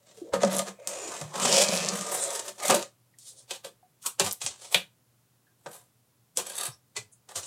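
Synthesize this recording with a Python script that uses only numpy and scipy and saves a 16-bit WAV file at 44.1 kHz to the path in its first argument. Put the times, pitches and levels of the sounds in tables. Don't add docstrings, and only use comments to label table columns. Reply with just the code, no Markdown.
import sys
import numpy as np
from scipy import signal
from scipy.fft import rfft, irfft
from scipy.io import wavfile
from scipy.ndimage import uniform_filter1d

SR = 44100
rng = np.random.default_rng(int(sys.argv[2]) if len(sys.argv) > 2 else 0)


def unload_audio(sound):
    columns = np.transpose(np.atleast_2d(sound))
    steps = np.round(np.clip(columns, -1, 1) * 32767)
    wavfile.write(sys.argv[1], SR, steps.astype(np.int16))


N = 328986

# f/Hz, relative level/dB
AIR_COLOUR = [(30, -18), (60, -14), (90, -9), (125, 1.5), (180, -7), (260, -9), (400, -13.5), (1000, -17),
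              (2000, -22.5), (5000, -23), (11500, -21.5), (12800, -15), (16000, -26)]

# loudest t/s, level/dB, depth/dB, bite/dB
HAND_RUBS = [(0.102, -55.5, -2, -27), (.185, -55, -3, -7), (.265, -61.5, -4, -32), (0.802, -65, 5, -14),
             (0.861, -56.5, 6.5, -13), (2.601, -51, -1.5, -3), (3.281, -59, -8.5, 5), (3.409, -75, 7.5, 6),
             (4.501, -45, -5, -19.5), (4.646, -46, -4, -11), (5.741, -51.5, 1, 3.5)]
# start t/s, length/s, level/dB, depth/dB, bite/dB
KNIFE_STROKES = [(0.414, 0.037, -39.5, 9, -15.5), (.46, 0.035, -44, 10, -12), (0.514, 0.092, -37.5, 4, -5),
                 (0.668, 0.018, -40.5, 6, -12), (2.439, 0.054, -42.5, 0, -5.5), (2.59, 0.042, -43, 1, -9),
                 (2.635, 0.06, -31.5, -3, -4.5), (2.729, 0.09, -43, 5, -6), (3.499, 0.058, -48.5, -3.5, -4),
                 (4.033, 0.02, -46, -20, -1.5), (4.246, 0.033, -34.5, -3.5, -4),
                 (4.419, 0.037, -38, -12, -6.5), (4.722, 0.021, -38, -2, 0.5), (6.459, 0.099, -48, 1.5, -5),
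                 (6.584, 0.091, -44.5, 4, -11.5), (7.303, 0.019, -53.5, 6.5, -4),
                 (7.367, 0.028, -39, -2.5, -6), (7.425, 0.047, -41.5, -12, -18)]
# t/s, level/dB, depth/dB, bite/dB
SEAM_CUT = [(0.889, -40, -3.5, -11), (0.95, -41, -0.5, -17), (1.178, -41, -1, -14), (1.249, -53, 5, -10),
            (1.327, -54.5, 2, -12), (1.346, -41, 5.5, -12), (1.404, -35.5, 1.5, -11),
            (1.446, -28, 1.5, -15), (1.518, -27, -1, -12), (1.53, -22.5, -4.5, -18),
            (1.629, -21.5, -7, -10.5), (1.658, -31.5, 0, -18), (1.761, -32, -2, -2.5),
            (1.829, -36, 2.5, -33), (1.961, -38, 3, -3.5), (2.069, -39.5, -0.5, -19), (2.121, -35, 2.5, 1),
            (2.24, -35, -2.5, -13), (2.282, -38, 2, -10.5), (2.363, -35.5, -2, -4.5),
            (2.422, -50.5, 4, -25)]
# t/s, share of the power in separate slips (0-1)
STUTTER_SHARE = [(.45, 0), (.57, 0.14), (.9, 0), (1.515, 0.11), (1.53, 0.5), (1.64, 0.52), (1.86, 0.74),
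                 (1.92, 0.06), (2.15, 0.2), (2.33, 0.04), (2.6, 0.03)]
# t/s, boom against board/dB
FLAP_GIVE = [(.2, -8), (.56, -5.5), (.95, -26.5), (1.35, -9.5), (1.45, -6.5), (1.6, -15), (1.75, -8.5),
             (2.05, -14.5), (2.25, -22.5)]
# t/s, boost/dB
TAPE_TIGHTNESS = [(.55, 1.5), (1.0, -4.5), (1.5, 2), (1.8, 3.5), (2.0, -1.5), (2.2, -8.5), (2.5, 0.5),
                  (3.2, 5.5), (3.55, 7.5), (4.6, 2), (5.7, -1), (6.6, 4), (7.4, -0.5)]

# f/Hz, width/Hz, level/dB
HOLLOW_MODES = [(153, 11, 0.5), (194, 13, 10), (227, 12, -1)]
PANEL_MODES = [(376.5, 18, -2), (402, 40, -9.5), (477, 36, -2), (561, 64, 3), (658, 60, -5),
               (736, 78, -5.5), (917, 54, -5), (1060, 70, -9), (1153, 60, -10.5), (1218.6, 30, -6.5),
               (1684, 530, -10.5)]
RIM_MODES = [(381, 33, 5.5), (483, 76, 3), (553, 49, 6), (728.4, 110, 4), (955, 230, 2), (1173, 20, 5),
             (1511, 200, -3.5)]
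FLAP_MODES = [(569.5, 31, 0)]
TAPE_MODES = [(2060, 130, 0.5), (2465, 40, 0), (2590, 90, 2.5), (2920, 120, -3), (3220, 170, -3.5),
              (3484, 690, -1), (4120, 1700, 5), (4840, 660, -0.5)]
BLADE_MODES = [(5900, 2300, -0.5), (7540, 1600, 3), (8460, 810, -13), (11000, 560, -6), (13600, 2600, -15)]
SIZZLE_MODES = [(12000, 2200, 0), (13600, 1500, -4)]
SLIP_MODES = [(2530, 140, 0.5), (3140, 300, -3), (5346, 2100, -1), (7000, 2100, -4.5)]
TWANG_MODES = [(1849, 460, 3.5), (2450, 131, 5.5), (2860, 590, -4.5), (3400, 524, 0.5), (3730, 430, -6.5),
               (4070, 500, -23)]
ZIP_MODES = [(1610, 39, 4), (2680, 166, -10), (3780, 160, -2), (4220, 200, -10.5), (4520, 110, 1),
             (6400, 260, -5), (7940, 190, 7), (9060, 930, 3), (10500, 800, 0), (11500, 600, -12)]

# loudest t/s, spread/s, level/dB, first f/Hz, last f/Hz,
# width/Hz
RUBBING_NOTES = [(.428, 0.0076, -37, 6950, 6500, 1200), (1.03, 0.082, -46.5, 7040, 6850, 360),
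                 (1.445, 0.019, -29.5, 8540, 6600, 1400), (1.55, .05, -31, 5400, 5300, 700),
                 (1.5, 0.06, -35.5, 2980, 3210, 410), (1.72, 0.12, -40.5, 2440, 2560, 277),
                 (2.0, 0.066, -48, 6800, 7300, 850), (2.15, 0.022, -34.5, 9100, 8600, 2230),
                 (2.23, 0.0197, -28.5, 8450, 7600, 1700), (2.22, 0.12, -46.5, 3800, 3740, 710),
                 (1.06, 0.0465, -43.5, 480, 390, 140), (1.819, 0.22, -42.5, 198, 180, 20),
                 (2.02, 0.1, -42.5, 1213, 1227, 50), (.182, 0.0095, -48, 500, 490, 70),
                 (.283, 0.027, -45.5, 520, 520, 130), (1.02, 0.12, -52.5, 2330, 2580, 450),
                 (1.14, 0.026, -43, 1200, 1000, 560), (1.385, .035, -36.5, 940, 1190, 350),
                 (2.645, 0.025, -32, 750, 680, 140), (2.64, 0.018, -39, 1220, 1190, 80),
                 (2.645, 0.016, -37, 2150, 2040, 350), (2.71, .016, -32, 2340, 2570, 500),
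                 (4.064, 0.0032, -25, 9000, 7500, 2505), (4.068, 0.014, -41, 1296, 1106, 515),
                 (6.385, 0.011, -46, 292, 181, 180), (3.35, 0.0616, -67.5, 605, 516, 260),
                 (4.212, .01, -32, 2750, 2520, 640), (6.6, 0.057, -51.5, 3350, 3670, 170),
                 (6.73, 0.0131, -55, 5330, 5680, 870), (6.968, 0.0036, -33.5, 4300, 4360, 650),
                 (6.971, 0.0068, -39, 2186, 2153, 650)]
# t/s, level/dB, first f/Hz, last f/Hz, time to fade 60 dB/s
BOARD_POPS = [(.216, -27, 345, 330, 0.086), (.35, -33, 201, 177, 0.24), (.32, -27.5, 75, 60, 0.1),
              (.337, -8, 581, 447, 0.079), (.432, -9, 604, 520, 0.083), (.437, -25, 228, 184.5, 0.28),
              (1.208, -36.5, 171, 149, 0.45), (1.687, -25, 200, 187, 0.25), (1.688, -17.5, 582, 560, 0.075),
              (1.725, -19.5, 590, 570, 0.083), (.345, -34, 315, 270, 0.054), (.44, -29, 330, 276, 0.14),
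              (2.705, -14.5, 610, 570, 0.11), (2.715, -22, 400, 347, 0.11), (2.695, -15.5, 777, 740, 0.06),
              (2.69, -23, 236, 211, 0.17), (2.741, -13.5, 611, 497, .1), (2.764, -23, 379, 322, 0.1),
              (2.78, -28, 660, 605, 0.053), (.337, -26, 1247, 1221, 0.16), (2.7, -21.5, 1220, 1220, .16),
              (4.205, -31, 192, 163, 0.18), (4.746, -27, 622, 538, 0.086), (6.375, -26.5, 543, 450, 0.092),
              (6.968, -38, 440, 401, 0.11), (2.736, -24.5, 234.6, 212, 0.11), (3.648, -34, 576, 397, .12),
              (5.661, -32, 576, 528, 0.088), (4.2, -29, 776, 684, 0.063), (4.205, -24, 400, 363, 0.088),
              (4.235, -32, 118, 92, 0.13), (4.439, -36, 134, 83.9, 0.17), (4.75, -35.5, 169, 149.3, 0.23),
              (6.68, -36.5, 149.3, 93.6, 0.13), (6.98, -44, 139, 103.8, 0.24),
              (7.36, -43, 119.4, 85.8, 0.25)]
# heaviest t/s, level/dB, spread/s
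HAND_PRESSES = [(.26, -61, 0.17), (.56, -34.5, 0.053), (.805, -45, 0.015), (.94, -41.5, 0.049),
                (1.49, -31, .025), (1.595, -24.5, .035), (1.76, -36.5, 0.063), (2.656, -30, 0.013),
                (2.74, -34.5, 0.03)]
# t/s, crumbling time/s, level/dB, depth/dB, bite/dB
BLADE_SNAPS = [(.336, 0.013, -9.5, 11.5, -9), (.433, 0.0046, -9.5, 12, -22.5),
               (0.451, 0.0033, -37.5, 19, -19), (.593, 0.0019, -4.5, -1, -8), (0.8735, 0.0011, -3, -11, -8),
               (1.213, 0.0036, -12.5, 2.5, -12), (1.341, 0.0034, -20, 8.5, -12.5),
               (2.01, 0.0049, -8.5, -7, -17), (2.066, 0.004, -11, -2, -13), (2.351, .006, -8, -10, -12),
               (2.393, .005, -6, -7.5, -12), (2.48, 0.01, -11, -1.5, -11.5), (2.681, 0.011, -6, -1, -5.5),
               (2.699, 0.0094, 2, 7, -4.5), (2.709, 0.022, -6.5, 15, -8), (2.743, 0.011, -1, 1, -3),
               (2.826, 0.0028, -11.5, -4, -17), (3.186, 0.0092, -25.5, -46.5, -3),
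               (3.508, 0.0064, -9, -3.5, -11), (3.646, 0.015, -18.5, 2.5, -2),
               (4.062, 0.0095, -4.5, -13.5, 0.5), (4.1976, 0.011, 2.5, 0.5, -8),
               (4.263, 0.0027, -9.5, 3, -13.5), (4.311, 0.0012, -8.5, -26, -8),
               (4.416, 0.0087, -6, -9.5, -27), (4.463, 0.0063, 0.5, -13.5, -26),
               (4.7448, 0.0032, -1.5, 0.5, -0.5), (5.661, 0.0057, -23, 14.5, -36),
               (6.372, 0.015, -2, -14, -3.5), (6.388, 0.017, -9.5, 3, -17), (6.965, 0.013, -6.5, -7.5, -13),
               (7.289, 0.0071, -23, 0.5, -11), (7.357, 0.015, -3, -11, -14)]
# t/s, energy/dB, f/Hz
TAPE_CRACKS = [(.434, -3.5, 5970), (.449, -7, 6350), (.5302, -11, 9000), (0.552, -8, 8500),
               (0.5668, -4, 8400), (0.571, -8, 8300), (0.585, -4, 8300), (0.5906, -5, 8000),
               (1.527, 2.5, 5800), (1.638, 1, 5700), (1.6847, -6, 5400), (1.6884, -3, 5400),
               (1.7195, -12, 5470), (1.7305, -20, 5700), (1.771, -16, 5400), (1.7812, -18, 5400),
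               (1.775, -4, 5130), (1.848, -5.5, 5450), (1.861, -8.5, 5750), (1.8866, -2, 6100),
               (1.8893, -1.5, 6000), (1.8938, -6, 5840), (1.9024, -12, 5865), (2.239, -6, 7490),
               (2.3056, -9, 7100), (2.6827, -2, 8000), (2.709, 4, 7400), (2.7495, 0, 7900),
               (4.1974, 5, 6840), (4.1994, -9, 6500), (4.315, -9, 6300), (4.326, -6, 10100),
               (4.331, -8, 10500), (6.373, 4, 7460), (6.5803, -16, 7550)]
# t/s, level/dB, first f/Hz, last f/Hz, time to fade 60 dB/s
SQUEAKS_AND_RING = [(3.139, -57, 2050, 1780, 0.05), (3.828, -49.5, 820, 725, 0.056),
                    (5.468, -59, 1745, 1587, 0.084), (6.62, -39.5, 1220, 1223, 0.24)]
# loudest t/s, spread/s, level/dB, lowest f/Hz, highest f/Hz
FINGER_SWISHES = [(3.283, 0.025, -46, 3270, 9800), (3.39, 0.023, -52.5, 3216, 9900),
                  (3.22, 0.018, -54.5, 3400, 9300), (4.645, 0.037, -51, 2900, 9700),
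                  (5.736, 0.0093, -52, 6990, 12150), (7.131, 0.0073, -54, 6280, 10360)]
# t/s, energy/dB
RIM_ZIPS = [(6.47, -9.5), (6.5, -9.5), (6.523, -17), (6.556, -11), (6.568, -9.5), (6.585, -3),
            (6.612, -3.5), (6.636, -4.5), (6.656, -5), (6.667, -5.5)]

RIM_FROM_S = 3


def from_db(db):
    return 10 ** (np.asarray(db) / 20)


def unit_energy(x):
    return x / np.sqrt(np.sum(x ** 2) + 1e-20)


def rms_one(x):
    return unit_energy(x) * np.sqrt(len(x))


def seconds(size):
    return np.arange(size) / SR


def in_time(rows):
    times, *columns = np.transpose(rows)
    return [np.interp(seconds(N), times, column) for column in columns]


def bell(t, spread):
    return np.exp(-.5 * (t / spread) ** 2)


def add(out, s, sound):
    start = int(s * SR)
    sound, start = sound[max(-start, 0):], max(start, 0)
    out[start:start + len(sound)] += sound[:N - start]


def cut(x, kind, hz, order):
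    return signal.sosfilt(signal.butter(order, hz, kind, fs=SR, output="sos"), x)


def band(x, low_hz, high_hz, order=2):
    return cut(x, "band", [low_hz, high_hz], order)


def drift(per_s):
    points = rng.standard_normal(N // 20)
    return rms_one(np.interp(seconds(N) * per_s, np.arange(len(points)), points))


def steady(x, span_s=0.029):
    power = uniform_filter1d(x ** 2, int(span_s * SR))
    return x / np.sqrt(np.maximum(power, 1e-3 * np.mean(x ** 2)))


def background(air_db=-69, hum_db=-74, hum_hz=120):
    pitches, levels = np.transpose(AIR_COLOUR)
    edges = np.geomspace(25, 18000, 20)
    air = 0
    for low, high in zip(edges, edges[1:]):
        db = np.interp(np.log(np.sqrt(low * high)), np.log(pitches), levels)
        air += from_db(db) * band(rng.standard_normal(N), low, high)
    hum = np.sin(2 * np.pi * hum_hz * seconds(N))
    return from_db(air_db) * rms_one(air) + from_db(hum_db) * rms_one(hum)


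def ring(modes, low_hz, high_hz, shift=1, scatter_db=0):
    t, out = seconds(6000), 0
    for (hz, width, db), chance in zip(modes, rng.standard_normal(len(modes))):
        fade = width * from_db(db + scatter_db * chance) * np.exp(-np.pi * width * t)
        out += fade * np.cos(2 * np.pi * hz * shift * t)
    return unit_energy(band(out, low_hz, high_hz))


def part_rings(board_modes, tape_modes=TAPE_MODES, shift=1, scatter_db=0):
    blade = ring(BLADE_MODES, 4670, 9700, shift, scatter_db)
    sizzle = np.roll(ring(SIZZLE_MODES, 10500, 15000), 9)
    return [ring(HOLLOW_MODES, 133, 227, shift, scatter_db),
            ring(board_modes, 392, 1690, shift, scatter_db),
            ring(tape_modes, 2170, 4900, shift, scatter_db),
            cut(blade, "low", 9800, order=8),
            unit_energy(cut(blade + from_db(-19.5) * sizzle, "high", 9800, order=8))]


def part_gains(level, depth, bite, boom_db, tape_db):
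    return [from_db(level + db) for db in (depth + boom_db, depth, tape_db + 0.32 * depth, 0, bite)]


def shake(force, parts):
    return sum(signal.oaconvolve(force * gain, ringing)[:N] for gain, ringing in parts)


def touch(rise_db_per_s=1001.5, fall_db_per_s=700, rub_db_per_s=223.5):
    t = seconds(N)

    def fade_db(start, end):
        return -np.maximum(np.maximum(rise_db_per_s * (start - t), fall_db_per_s * (t - end)), 0)

    level, depth, bite = in_time(SEAM_CUT)
    level += fade_db(SEAM_CUT[0][0], SEAM_CUT[-1][0])
    moves = [(db + fade_db(s, s + length), *tone) for s, length, db, *tone in KNIFE_STROKES]
    moves += [(db - rub_db_per_s * np.abs(t - s), *tone) for s, db, *tone in HAND_RUBS]
    for own_level, own_depth, own_bite in moves:
        wins = own_level > level
        level[wins], depth[wins], bite[wins] = own_level[wins], own_depth, own_bite
    return [uniform_filter1d(curve, size=200) for curve in (level, depth, bite)]


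def fibres(per_s, spread_db):
    sizes = from_db(spread_db * np.minimum(rng.exponential(1, N), 4))
    signs = rng.choice([-1, 1], N)
    return rms_one(sizes * signs * (rng.random(N) < per_s / SR))


def slips(level, middle_db=-32.5, doubling_db=60.5):
    per_s = np.maximum(215 * 2 ** ((level - middle_db) / doubling_db), 180)
    gaps, sizes = rng.standard_normal((2, 8000))
    due = np.cumsum(np.exp(.3 * gaps))
    at = np.searchsorted(np.cumsum(per_s) / SR, due)
    out = np.zeros(N)
    out[at[at < N]] = from_db(2 * sizes[at < N])
    return rms_one(out / np.sqrt(per_s))


def dragging(ribs_per_s=35, rib_db=1.44, waver_db=1.13):
    level, depth, bite = touch()
    rib_rate = ribs_per_s * (1 + .2 * drift(per_s=15))
    level += rib_db * np.sin(2 * np.pi * np.cumsum(rib_rate) / SR)
    level += waver_db * np.tanh(drift(per_s=45))
    share = np.clip(in_time(STUTTER_SHARE)[0], 0, 1)
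    grit = np.sqrt(1 - share) * steady(fibres(per_s=7000, spread_db=3.5))
    grit *= steady(from_db(3.3 * drift(per_s=150)), span_s=0.033)
    stutter = np.sqrt(share) * steady(slips(level))
    boom, board, tape, blade, treble = part_gains(
        level, depth, bite, boom_db=in_time(FLAP_GIVE)[0], tape_db=in_time(TAPE_TIGHTNESS)[0] - 3)
    box_ring, panel_ring, tape_ring, blade_ring, treble_ring = part_rings(PANEL_MODES)
    rim_ring = part_rings(RIM_MODES)[1]
    slip_ring = ring(SLIP_MODES, 2320, 9710)
    on_rim = seconds(N) > RIM_FROM_S
    low_parts = [(boom, box_ring), (board * ~on_rim, panel_ring), (board * on_rim, rim_ring)]
    high_parts = [(tape, tape_ring), (blade, blade_ring), (treble, treble_ring)]
    rasp = shake(grit + stutter, low_parts) + shake(grit, high_parts)
    ticks = shake(stutter, [(np.hypot(tape, blade), slip_ring), (from_db(-5) * treble, treble_ring)])
    return from_db(-2.5) * rasp, from_db(-2.5) * ticks


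def rubbing_notes(size=24000):
    out, t = np.zeros(N), seconds(size) - size / SR / 2
    for s, spread, db, first_hz, last_hz, width_hz in RUBBING_NOTES:
        hz = np.interp(t, [-2 * spread, 2 * spread], [first_hz, last_hz])
        noise = cut(rng.standard_normal((2, size)), "low", width_hz / 2, order=2)
        glide = np.exp(2j * np.pi * np.cumsum(hz) / SR)
        note = np.real((noise[0] + 1j * noise[1]) * glide)
        add(out, s + t[0], from_db(db) * bell(t, spread) * rms_one(note))
    return out


def surface_notes(rows, sag_s, rise_cycles, creasing):
    out, t = np.zeros(N), seconds(16000)
    for s, db, first_hz, last_hz, fade_s in rows:
        cycles = np.cumsum(last_hz + (first_hz - last_hz) * np.exp(-t / sag_s)) / SR
        wobble, flutter = (creasing * np.interp(cycles / 2, np.arange(600), points)
                           for points in rng.standard_normal((2, 600)))
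        phase = 2 * np.pi * cycles + 2 * wobble
        note = np.sin(phase) + from_db(-23) * np.sin(2 * phase)
        rise = 1 - np.exp(-t * first_hz / rise_cycles)
        add(out, s, from_db(db - 60 * t / fade_s) * rise * (1 + flutter) * note)
    return out


def droning():
    shaking = signal.oaconvolve(fibres(per_s=1200, spread_db=1.5), ring(FLAP_MODES, 473, 705))[:N]
    pressure = sum(from_db(db) * bell(seconds(N) - s, spread) for s, db, spread in HAND_PRESSES)
    return pressure * steady(shaking, span_s=0.034)


def flatten(x):
    power = uniform_filter1d(np.abs(rfft(x)) ** 2, size=24)
    cepstrum = irfft(np.log(power + 1e-9) / 2)
    cepstrum[1:len(x) // 2] *= 2
    cepstrum[len(x) // 2 + 1:] = 0
    return irfft(rfft(x) * np.exp(-rfft(cepstrum)))


def crumble(fade_s, lead_s, creak_db, grain_db=4.5, size=4000):
    t = seconds(size) - lead_s
    shower = rng.standard_normal(size) * from_db(grain_db * rng.standard_normal(size))
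    shower *= rng.random(size) < .25
    shower[np.argmax(t >= 0)] = 2.2
    shower *= np.exp(-np.abs(t) / fade_s)
    creak = unit_energy(shower * (t < 0) * (1 + t / lead_s) ** 2)
    breaking = unit_energy(flatten(shower * (t >= 0)))
    return from_db(creak_db) * (fade_s / lead_s) ** 2 * creak + breaking


def snapping(lead_s=.025, flex_s=0.0043, twang_at_s=4.745, twang_db=15.5):
    out = np.zeros(N)
    for s, crumble_s, level, depth, bite in BLADE_SNAPS:
        creak_db = -7.5 - 0.87 * max(level, -5)
        slow = crumble(crumble_s + flex_s, lead_s, creak_db)
        quick = crumble(crumble_s, lead_s, creak_db)
        board_modes = RIM_MODES if s > RIM_FROM_S else PANEL_MODES
        twangs = abs(s - twang_at_s) < lead_s
        tape_modes, boost_db = (TWANG_MODES, twang_db) if twangs else (TAPE_MODES, 0)
        shift = np.exp(.015 * rng.standard_normal())
        rings = part_rings(board_modes, tape_modes, shift, scatter_db=1.2)
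        tight_db = np.interp(s, *np.transpose(TAPE_TIGHTNESS))
        gains = part_gains(level, depth, bite, boom_db=-15, tape_db=tight_db + boost_db - 3.5)
        for gain, ringing, force in zip(gains, rings, (slow, slow, quick, quick, quick)):
            add(out, s - lead_s, gain * unit_energy(signal.fftconvolve(force, ringing)))
    return out


def cracking(pitch_span=1.364):
    out = np.zeros(N)
    for s, db, hz in TAPE_CRACKS:
        tick = band(signal.unit_impulse(256), hz / pitch_span, hz * pitch_span, order=3)
        add(out, s, from_db(db) * unit_energy(tick))
    return out


def swishing(size=12000):
    out, t = np.zeros(N), seconds(size) - size / SR / 2
    for s, spread, db, low_hz, high_hz in FINGER_SWISHES:
        bright_noise = signal.lfilter([1, -.7], [1], rng.standard_normal(size))
        hiss = band(bright_noise, low_hz, high_hz, order=8)
        add(out, s + t[0], from_db(db) * bell(t, spread) * rms_one(hiss))
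    return out


def zipping(rise_s=0.0045, fall_s=0.0036, size=3000):
    out, t = np.zeros(N), seconds(size) - size / SR / 2
    swell = np.exp(np.minimum(t / rise_s, -t / fall_s))
    ringing = ring(ZIP_MODES, 1300, 11800)
    for s, db in RIM_ZIPS:
        tear = swell * rng.standard_normal(size)
        add(out, s + t[0], from_db(db) * unit_energy(signal.fftconvolve(tear, ringing)))
    return out


def room(x, echo_db, low_fade_s=0.19, high_fade_s=0.17, build_s=0.00027, block=6000):
    t, echoes = seconds(13000), np.zeros(N)
    for start in range(0, N, block):
        noise = rng.standard_normal(len(t))
        low = cut(noise, "low", 1500, order=1)
        tail = low * from_db(-60 * t / low_fade_s) + (noise - low) * from_db(-60 * t / high_fade_s)
        tail *= 1 - np.exp(-t / build_s)
        add(echoes, start / SR, signal.fftconvolve(x[start:start + block], unit_energy(tail)))
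    gain = from_db(echo_db)
    return (x + gain * echoes) / np.sqrt(1 + gain ** 2)


def scene():
    rasp, ticks = dragging()
    friction = rasp + zipping() + rubbing_notes() + swishing()
    squeaks_and_ring = surface_notes(SQUEAKS_AND_RING, sag_s=0.0047, rise_cycles=0.8, creasing=0.26)
    cutting = room(friction + squeaks_and_ring + snapping(), echo_db=-3.5)
    clicks = room(ticks + cracking(), echo_db=-10)
    pops = surface_notes(BOARD_POPS, sag_s=0.024, rise_cycles=1.1, creasing=.25)
    flap = room(pops + droning(), echo_db=-5.5)
    return (cutting + clicks + flap + background())[None]


def record(dry, bass_hz=50, top_hz=16100):
    rounded = cut(np.tanh(dry), "high", bass_hz, order=5)
    return signal.sosfilt(signal.ellip(10, .1, 80, top_hz, fs=SR, output="sos"), rounded)


dry = scene()
out = record(dry)
unload_audio(out)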